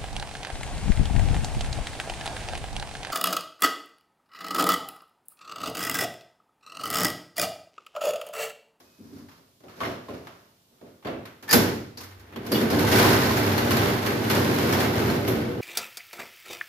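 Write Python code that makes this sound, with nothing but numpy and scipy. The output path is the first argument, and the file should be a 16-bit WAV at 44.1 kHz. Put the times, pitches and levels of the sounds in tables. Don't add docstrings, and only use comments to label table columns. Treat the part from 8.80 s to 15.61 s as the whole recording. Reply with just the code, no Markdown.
import sys
import numpy as np
from scipy import signal
from scipy.io import wavfile
from scipy.ndimage import uniform_filter1d

SR = 44100
rng = np.random.default_rng(int(sys.argv[2]) if len(sys.argv) > 2 else 0)


def magnitude_from_level(level_db):
    exponent = np.asarray(level_db, float) / 20
    return 10 ** exponent


def master_out(mix):
    frames = np.transpose(np.atleast_2d(mix))
    ceiling = np.clip(frames, -1, 1)
    pcm = np.round(ceiling * 32767).astype(np.int16)
    wavfile.write(sys.argv[1], SR, pcm)


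N = 300321
HOP = 16
HOPS = N // HOP + 1

# start_s,
# panel_db, clack_db, tick_db
LATCH = [(2.454, -54, -38.5, -46), (2.626, -34, -41, -44.5), (2.678, -45, -39, -43), (2.691, -30, -28, -31),
         (2.71, -20, -25, -18.5), (2.728, -7, -15.5, -10), (2.733, -7.5, -15, -41), (2.775, -17, -35, -35),
         (2.84, -12.5, -28, -55), (2.875, -32, -29, -54), (3.009, -52, -63, -60), (3.173, -34, -41.5, -42),
         (3.205, -39, -39.5, -39), (3.235, -45, -43, -41.5), (3.311, -57, -47.5, -53),
         (3.396, -47, -51, -52), (3.524, -32, -43, -57), (3.56, -22.5, -35, -45), (3.664, -41, -38, -38.5),
         (3.712, -9, -42, -42), (3.718, -26, -27.5, -28.5)]
# start_s, panel_db, clack_db
HINGES = [(3.745, -14, -30), (3.812, -8.5, -28.5), (3.902, -12, -27.5), (3.989, -10.5, -24),
          (4.116, -8, -20.5), (4.244, -6.5, -24.5), (4.569, -13.5, -24.5), (4.779, -37, -23),
          (4.908, -32, -20), (4.969, -31, -21.5), (5.261, -22, -24.5), (5.499, -15, -18.5),
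          (5.547, -12, -23), (5.678, -11, -50), (5.822, -9.5, -33), (5.925, -12.5, -23),
          (6.001, -18, -22.5), (6.3, -14, -28), (6.476, -9.5, -26)]
# time_s, panel_shaking_db, roller_rattle_db
ROLL = [(3.3, -71, -89), (3.6, -50.5, -53.5), (3.71, -28, -39), (3.77, -31, -31), (3.89, -37, -36),
        (3.92, -18.5, -29.5), (4.06, -27, -30.5), (4.17, -24.5, -24.5), (4.4, -22.5, -26.5),
        (4.65, -25.5, -30), (4.9, -22.5, -31), (5.12, -29.5, -32), (5.31, -27, -34.5), (5.54, -25, -31.5),
        (5.92, -25.5, -29.5), (6.09, -25, -33), (6.6, -28.5, -38), (6.81, -29, -49.5)]
# start_s, pitch_hz,
# level_db, decay_60db_s
FITTINGS = [(2.678, 1760, -26.5, 0.41), (2.68, 13600, -56, .12), (2.694, 4800, -24, 0.22),
            (2.709, 5200, -26, 0.092), (2.709, 4550, -28, .1), (2.738, 229.6, -12.5, .25),
            (2.706, 1790, -23, 0.063), (2.729, 11200, -21, .092), (2.729, 12540, -19, .1),
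            (2.729, 14060, -23, 0.092), (2.74, 3480, -27, 0.24), (3.173, 4700, -38, 0.015),
            (3.2, 95, -42, 1.6), (3.34, 70, -47, 1.1), (3.175, 6000, -46, .04), (3.719, 4640, -27, 0.055),
            (3.719, 5120, -35, 0.061), (3.719, 11700, -27, 0.027), (3.745, 13800, -33, .1),
            (3.74, 2910, -29, 0.16), (3.75, 3410, -29, 0.066), (3.902, 4900, -35, 0.036),
            (5.928, 5600, -35, .05), (6.48, 12400, -28, 0.016), (6.6, 482, -28, 2.7)]
# start_s, pitch_hz, level_db, decay_60db_s
BUMPED = [(.04, 2530, -65, 1.2), (.84, 770, -48, 0.16), (1.008, 1100, -25.5, 0.098),
          (1.008, 1510, -36, .15), (1.03, 2100, -38, .25), (1.04, 5530, -47, .2), (1.05, 3000, -40, 0.21),
          (1.05, 4200, -46, .25), (2.02, 600, -47, 0.34), (2.256, 680, -37, 0.65), (2.256, 4600, -48, .2)]
# pitch_hz, width_hz, level_db
PANEL_MODES = [(102.8, 15, 2), (230, 15, 1), (301, 8.1, 0.5), (380, 19.5, -1), (403.5, 39, 5.5),
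               (477, 22, 4.5), (582, 19, -14), (1532, 48, -0.5), (1956, 620, -7), (4740, 17, -18)]
# pitch_hz, level_db_per_hz
DOOR_COLOUR = [(18, -63), (30, -32.5), (98, -8.5), (170, -5), (215, 1), (319, -2), (394, -8.5), (721, -9.5),
               (1500, -16), (4780, -27), (8300, -36.5), (13000, -31), (14800, -37.5), (16000, -37)]
# start_s, knock_db, scuff_db, contact_length_s
STEPS = [(0.002, -47, -53.5, 0.0053), (0.365, -42, -59, 0.012), (0.485, -64, -48, 0.02),
         (0.515, -64, -50, 0.014), (0.577, -49, -60, 0.012), (0.804, -47, -59.5, 0.0045),
         (0.835, -34.5, -52, 0.041), (0.883, -62, -42.5, 0.051), (0.972, -33, -56, 0.014),
         (1.004, -22.5, -29, 0.02), (1.034, -29, -29, 0.02), (1.052, -21, -29.5, 0.019),
         (1.285, -22, -38.5, 0.028), (1.337, -45, -42, 0.014), (1.47, -42, -39, 0.013),
         (1.908, -51, -75, 0.032), (2.012, -32.5, -55, 0.013), (2.057, -44, -53, 0.047),
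         (2.226, -51, -50.5, 0.023), (2.248, -19, -32.5, 0.02), (2.27, -21, -29, 0.033),
         (2.325, -28, -62, 0.016)]
# time_s, effort_db
SHUFFLE = [(0.0, -59), (0.1, -65), (0.3, -57), (0.385, -51), (0.45, -68), (0.55, -61), (0.66, -80),
           (0.78, -100), (0.95, -56), (1.06, -36.5), (1.2, -62), (1.34, -49), (1.7, -69), (1.85, -74),
           (2.07, -60), (2.2, -90), (2.4, -63), (2.6, -92)]
# pitch_hz, width_hz, level_db
FLOORBOARD_MODES = [(106, 8.3, -7), (247, 15, -2), (380, 17, -7), (680, 5.7, -6.5), (980, 65, -44)]
# pitch_hz, level_db_per_hz
BOOT_COLOUR = [(18, -60), (30, -28), (95, -4), (374, 3.5), (449, -2.5), (554, 3), (760, -9.5), (988, -9),
               (2900, -18.5), (8080, -43.5), (13000, -40.5), (16000, -55)]
# time_s, level_db
DRAG = [
    (0.186, -73),
    (0.2, -44),
    (0.288, -50),
    (0.322, -44),
    (0.5, -57),
    (0.57, -74),
    (0.64, -61),
    (0.68, -81),
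]
# pitch_hz, width_hz, level_db
BENCH_MODES = [
    [(236, 48, -5), (271, 23, -2.5), (386.5, 23, -10)],
    [(98, 29, 3), (131, 26, 2)],
]
# pitch_hz, level_db_per_hz
AIR_COLOUR = [(18, -49), (30, -11), (73, 2.5), (215, 2), (702, -11), (1720, -25), (3310, -13.5),
              (3770, -15), (7470, -18), (9970, -18), (16000, -19)]
# pitch_hz, decay_60db_s
SHOP_DECAY = [(60, 0.84), (250, 0.63), (800, 0.57), (4000, 0.63), (12000, 0.51)]
# pitch_hz, level_db
EARLY = [(150, -8), (500, 4), (2000, 11), (10000, 16)]
# pitch_hz, side_over_mid_db
WIDTH = [(60, -24), (110, -21.5), (200, -19.5), (380, -10.5), (700, -2.5), (1290, 1), (2380, -1.5),
         (4400, 0), (8120, 0), (15000, 0)]
# pitch_hz, left_over_right_db
TILT = [(60, 1), (110, -1.0), (200, 0.5), (380, -2), (700, 0), (1290, -1.5), (2380, 0.5), (4400, -4.5),
        (8120, 6), (15000, -7.5)]
# low_hz, high_hz
REGISTERS_HZ = [(160, 650), (28, 160), (650, 4000), (4000, 15500)]
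BLEND_HZ = [130, 190, 470, 1000, 3000, 5300]
BLEND_REGISTER = [1, 0, 0, 2, 2, 3]
# pitch_hz, width_hz, depth_0_to_1
PORT_NOTCH = (8360, 2500, 0.39)


def door():
    layers = []
    for s, shake_db, rattle_db in ROLL:
        boom_db = -31.5 + 1.23 * (shake_db + 30)
        hiss_db = -36 + 1.26 * (rattle_db + 30)
        layers.append((s, shake_db, boom_db, rattle_db, hiss_db))
    travel = in_time(layers, fade_s=0.12)
    trim = magnitude_from_level(2 * np.array([[-2.5], [-4.0], [-2.5], [-2.5]]))
    rolling = travel * trim * grains(per_s=1200, spread_db=2.4) * clumps()
    blows = contacts(door_blows(), offset_db=[-14.5, -20.5, -12.5, -15.5])
    panels = in_shop(blows, rolling, DOOR_COLOUR, PANEL_MODES, rise_cycles=1.18, early_s=0.0023,
                     floor_db=-np.inf)
    rattle = loose_parts(footfalls() + door_blows(), travel, chatter_db=-0.5, jolt_db=-9.5)
    return panels + rattle + hardware(tail_db=-3.5, tail_t60=0.26)


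def door_blows():
    latch = [(*row, 0.017) for row in LATCH]
    hinges = [(s, panel_db, clack_db, clack_db - 4, 0.024) for s, panel_db, clack_db in HINGES]
    return latch + hinges


def clumps():
    bunches_per_s, swell_db = 5.5, 1.5
    r = np.exp(-2 * np.pi * bunches_per_s * HOP / SR)
    slow = signal.lfilter([1], [1, -2 * r, r * r], rng.standard_normal(HOPS + 2000))[2000:]
    power = magnitude_from_level(2 * swell_db * rms_one(slow))
    return power / power.mean()


def loose_parts(events, steady, chatter_db, jolt_db):
    knocks_per_s, ring_cycles = 370, 118
    out, pitches = np.zeros((2, N)), np.geomspace(800, 14500, num=32)
    sizes = magnitude_from_level(2.75 * np.minimum(rng.exponential(1, N), 4)) * (rng.random(N) < knocks_per_s / SR)
    dealt = rng.integers(0, len(pitches), N)
    places = rng.uniform(0, 2 * np.pi, len(pitches))
    events, totals_db = np.array(events), register_db(DOOR_COLOUR)
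    at = (events[:, 0] * SR).astype(int)
    jumps_db = rng.normal(0, 6.6, (len(events), len(pitches)))
    for k, hz in enumerate(pitches):
        register = 2 + (hz > REGISTERS_HZ[3][0])
        moving = np.sqrt(np.repeat(steady[register], HOP)[:N])
        clicks = sizes * (dealt == k) * moving * magnitude_from_level(chatter_db)
        clicks[at] += magnitude_from_level(events[:, register] + jolt_db + jumps_db[:, k])
        r = magnitude_from_level(-60 * hz / SR / (ring_cycles * np.sqrt(hz / 3000)))
        w = 2 * np.pi * hz / SR
        ring = signal.lfilter([0, np.sin(w)], [1, -2 * r * np.cos(w), r * r], clicks + 1e-18)
        share = magnitude_from_level(at_hz(DOOR_COLOUR, hz) - totals_db[register]) * np.sqrt(hz / SR)
        out += share * ring * [[np.cos(places[k])], [np.sin(places[k])]]
    return out


def hardware(tail_db, tail_t60):
    out, t = np.zeros((2, N + SR)), np.arange(SR // 2) / SR
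    rings = list(BUMPED) + list(FITTINGS)
    waver = rng.standard_normal((len(rings), 2, len(t)))
    for (s, hz, level_db, t60), noise in zip(rings, waver):
        rise = 1 - np.exp(-t / max(0.03 * t60, 1e-4))
        ring = np.sin(2 * np.pi * hz * t) * np.exp(-np.log(1000) * t / t60)
        tail = rms_one(resonance(noise, hz, 12.0 / t60)) * np.exp(-np.log(1000) * t / tail_t60)
        at = round(s * SR)
        out[:, at:at + len(t)] += magnitude_from_level(level_db) * rise * (ring + magnitude_from_level(tail_db) * tail)
    return out[:, :N]


def walker():
    floor_db = -57 - 7.5 - 10 * np.log10(np.sum(magnitude_from_level(2 * register_db(AIR_COLOUR))))
    layers = []
    for s, effort_db in SHUFFLE:
        rustle_db = -55.5 + 0.68 * (effort_db + 60) - 3 * s
        layers.append((s, effort_db + 0.1, effort_db, rustle_db))
    drag, middle, rustle = in_time(layers, fade_s=0.1) * magnitude_from_level(2 * -9.0)
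    registers = np.array([drag, drag * magnitude_from_level(2 * -8.0), middle, rustle])
    shuffle = registers * grains(per_s=2100, spread_db=2.5)
    steps = contacts(footfalls(), offset_db=[-11.5, -19.5, -12.0, -8.0])
    return in_shop(steps, shuffle, BOOT_COLOUR, FLOORBOARD_MODES, rise_cycles=0.45, early_s=0.002,
                   floor_db=floor_db)


def footfalls():
    rows = []
    for s, knock_db, scuff_db, length_s in STEPS:
        grit_db = -55.5 + 0.75 * (scuff_db + 45) - 3.5 * s
        rows.append((s, knock_db, scuff_db, grit_db, length_s))
    return rows


def cracks(events, over_db, top_hz):
    out, t = np.zeros((2, N + SR)), np.arange(SR // 50) / SR
    noises = rng.standard_normal((len(events), 2, len(t)))
    for (s, level_db), noise in zip(events, noises):
        at = round(s * SR)
        out[:, at:at + len(t)] += magnitude_from_level(level_db + over_db) * noise * np.exp(-t / 0.0004)
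    band = signal.butter(2, [1200, top_hz], "band", fs=SR, output="sos")
    return signal.sosfilt(band, out[:, :N])


def bench():
    rumble_db, rumble_lag_s = -7.5, 0.056
    slips = rng.standard_normal((2, N)) * (rng.random(N) < 1500 / SR)
    slips = np.array([slips[0] + 0.23 * slips[1], slips[0] - 0.29 * slips[1]])
    push, = in_time(DRAG, fade_s=0.01)
    rumble = dying(push, rumble_lag_s) * HOP / SR / rumble_lag_s * magnitude_from_level(2 * rumble_db)
    out = 0
    for power, modes in zip([push, rumble], BENCH_MODES):
        hum = 0
        for hz, width_hz, level_db in modes:
            once = resonance(slips, hz, width_hz)
            hum = hum + magnitude_from_level(level_db) * resonance(once, hz, 1.8 * width_hz)
        out = out + rms_one(hum) * np.sqrt(np.repeat(power, HOP)[:N])
    return out


def contacts(events, offset_db):
    forces = np.zeros((4, HOPS + SR // HOP))
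    t = np.arange(SR // 8 // HOP) * HOP / SR
    grit = rng.standard_normal((len(events), len(t))) ** 2
    for (s, body_db, middle_db, top_db, length_s), uneven in zip(events, grit):
        levels_db = np.array([body_db, body_db, middle_db, top_db])
        burst = uneven * np.exp(-2 * t / max(length_s, 1e-3))
        at = round(s * SR / HOP)
        forces[:, at:at + len(t)] += np.outer(magnitude_from_level(2 * (levels_db + offset_db)), burst / burst.sum())
    return forces[:, :HOPS]


def grains(per_s, spread_db):
    sizes = magnitude_from_level(2 * spread_db * np.minimum(rng.exponential(1, HOPS), 5))
    clicks = sizes * (rng.random(HOPS) < per_s * HOP / SR)
    return clicks / clicks.mean()


def in_shop(blows, steady, spectrum, modes, rise_cycles, early_s, floor_db):
    out, scale = 0, magnitude_from_level(-2 * register_db(spectrum))[:, None]
    for hz, noise in stereo_bands():
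        shares = [np.interp(np.log(hz), np.log(BLEND_HZ), np.equal(BLEND_REGISTER, k)) for k in range(4)]
        shares = np.array(shares)[:, None]
        tail = (1, at_hz(SHOP_DECAY, hz) / np.log(1e6))
        early = (magnitude_from_level(2 * at_hz(EARLY, hz)), early_s)
        paths = [tail, early]
        piled = sum(share * seconds for share, seconds in paths) * SR / HOP
        blow_force = np.prod((blows * scale) ** shares, axis=0)
        steady_force = np.prod((steady * scale) ** shares, axis=0) / piled
        force = blow_force + steady_force
        power = sum(share * dying(force, seconds) for share, seconds in paths)
        power = dying(power, rise_cycles / hz) * min(1, HOP / SR * hz / rise_cycles)
        power = power * magnitude_from_level(2 * at_hz(spectrum, hz)) + magnitude_from_level(2 * (at_hz(AIR_COLOUR, hz) + floor_db))
        out = out + noise * np.interp(np.arange(N) / HOP, np.arange(HOPS), np.sqrt(power))
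    return out + sum(magnitude_from_level(level_db) * resonance(out, hz, width_hz) for hz, width_hz, level_db in modes)


def stereo_bands():
    white = rng.standard_normal((2, 2, N + SR // 4))
    edges = 28 * 2 ** (np.arange(29) / 3)
    for k, (low, high) in enumerate(zip(edges, edges[1:])):
        hz = min(np.sqrt(low * high), 15000)
        band = signal.butter(2, [low, high], "band", fs=SR, output="sos")
        mid, side = signal.sosfilt(band, white[k % 2])[:, SR // 4:]
        if hz < 600:
            swell = uniform_filter1d(mid ** 2, size=int(SR / (high - low)))
            mid = mid * np.sqrt(np.mean(swell) / (swell + 0.45 * np.mean(swell)))
        side = side * magnitude_from_level(at_hz(WIDTH, hz))
        balance = magnitude_from_level(at_hz(TILT, hz) / 2 * np.array([[1], [-1]]))
        yield hz, np.array([mid + side, mid - side]) * balance


def resonance(x, hz, width_hz):
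    r = np.exp(-np.pi * width_hz / SR)
    gain = (1 - r * r) / 2
    return signal.lfilter([gain, 0, -gain], [1, -2 * r * np.cos(2 * np.pi * hz / SR), r * r], x)


def dying(power, seconds):
    return signal.lfilter([1], [1, -np.exp(-HOP / SR / max(seconds, 1e-4))], power)


def in_time(rows, fade_s):
    rows = np.array(rows)
    s = np.r_[rows[0, 0] - fade_s, rows[:, 0], rows[-1, 0] + fade_s]
    hop_s = np.arange(HOPS) * HOP / SR
    return np.array([np.interp(hop_s, s, np.r_[0, magnitude_from_level(column), 0]) ** 2 for column in rows[:, 1:].T])


def at_hz(points, hz):
    pitches, values = np.array(points).T
    return np.interp(np.log(hz), np.log(pitches), values)


def register_db(spectrum):
    totals = []
    for low, high in REGISTERS_HZ:
        hz = np.linspace(low, high, num=200)
        mean_power = np.mean(magnitude_from_level(2 * at_hz(spectrum, hz)))
        totals.append(10 * np.log10(mean_power * 2 * (high - low) / SR))
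    return np.array(totals)


def rms_one(x):
    return x / np.sqrt(np.mean(x ** 2) + 1e-20)


def scene():
    soles = cracks(np.array(footfalls())[:, [0, 2]], over_db=-7.5, top_hz=4520)
    steel = cracks(np.array(door_blows())[:, [0, 3]], over_db=1.0, top_hz=16000)
    return door() + walker() + bench() + soles + steel


def top_cut(x):
    return signal.sosfilt(signal.butter(12, 16230, fs=SR, output="sos"), x)


def record(dry):
    thin = signal.sosfilt(signal.butter(2, 55, "high", fs=SR, output="sos"), dry)
    notch_hz, notch_width_hz, depth = PORT_NOTCH
    thin = thin - depth * resonance(thin, notch_hz, notch_width_hz)
    rounded = np.tanh(thin)
    mix = signal.sosfilt(signal.cheby2(12, 60, 16050, fs=SR, output="sos"), rounded)
    return top_cut(mix)


dry = scene()
out = record(dry)
master_out(out)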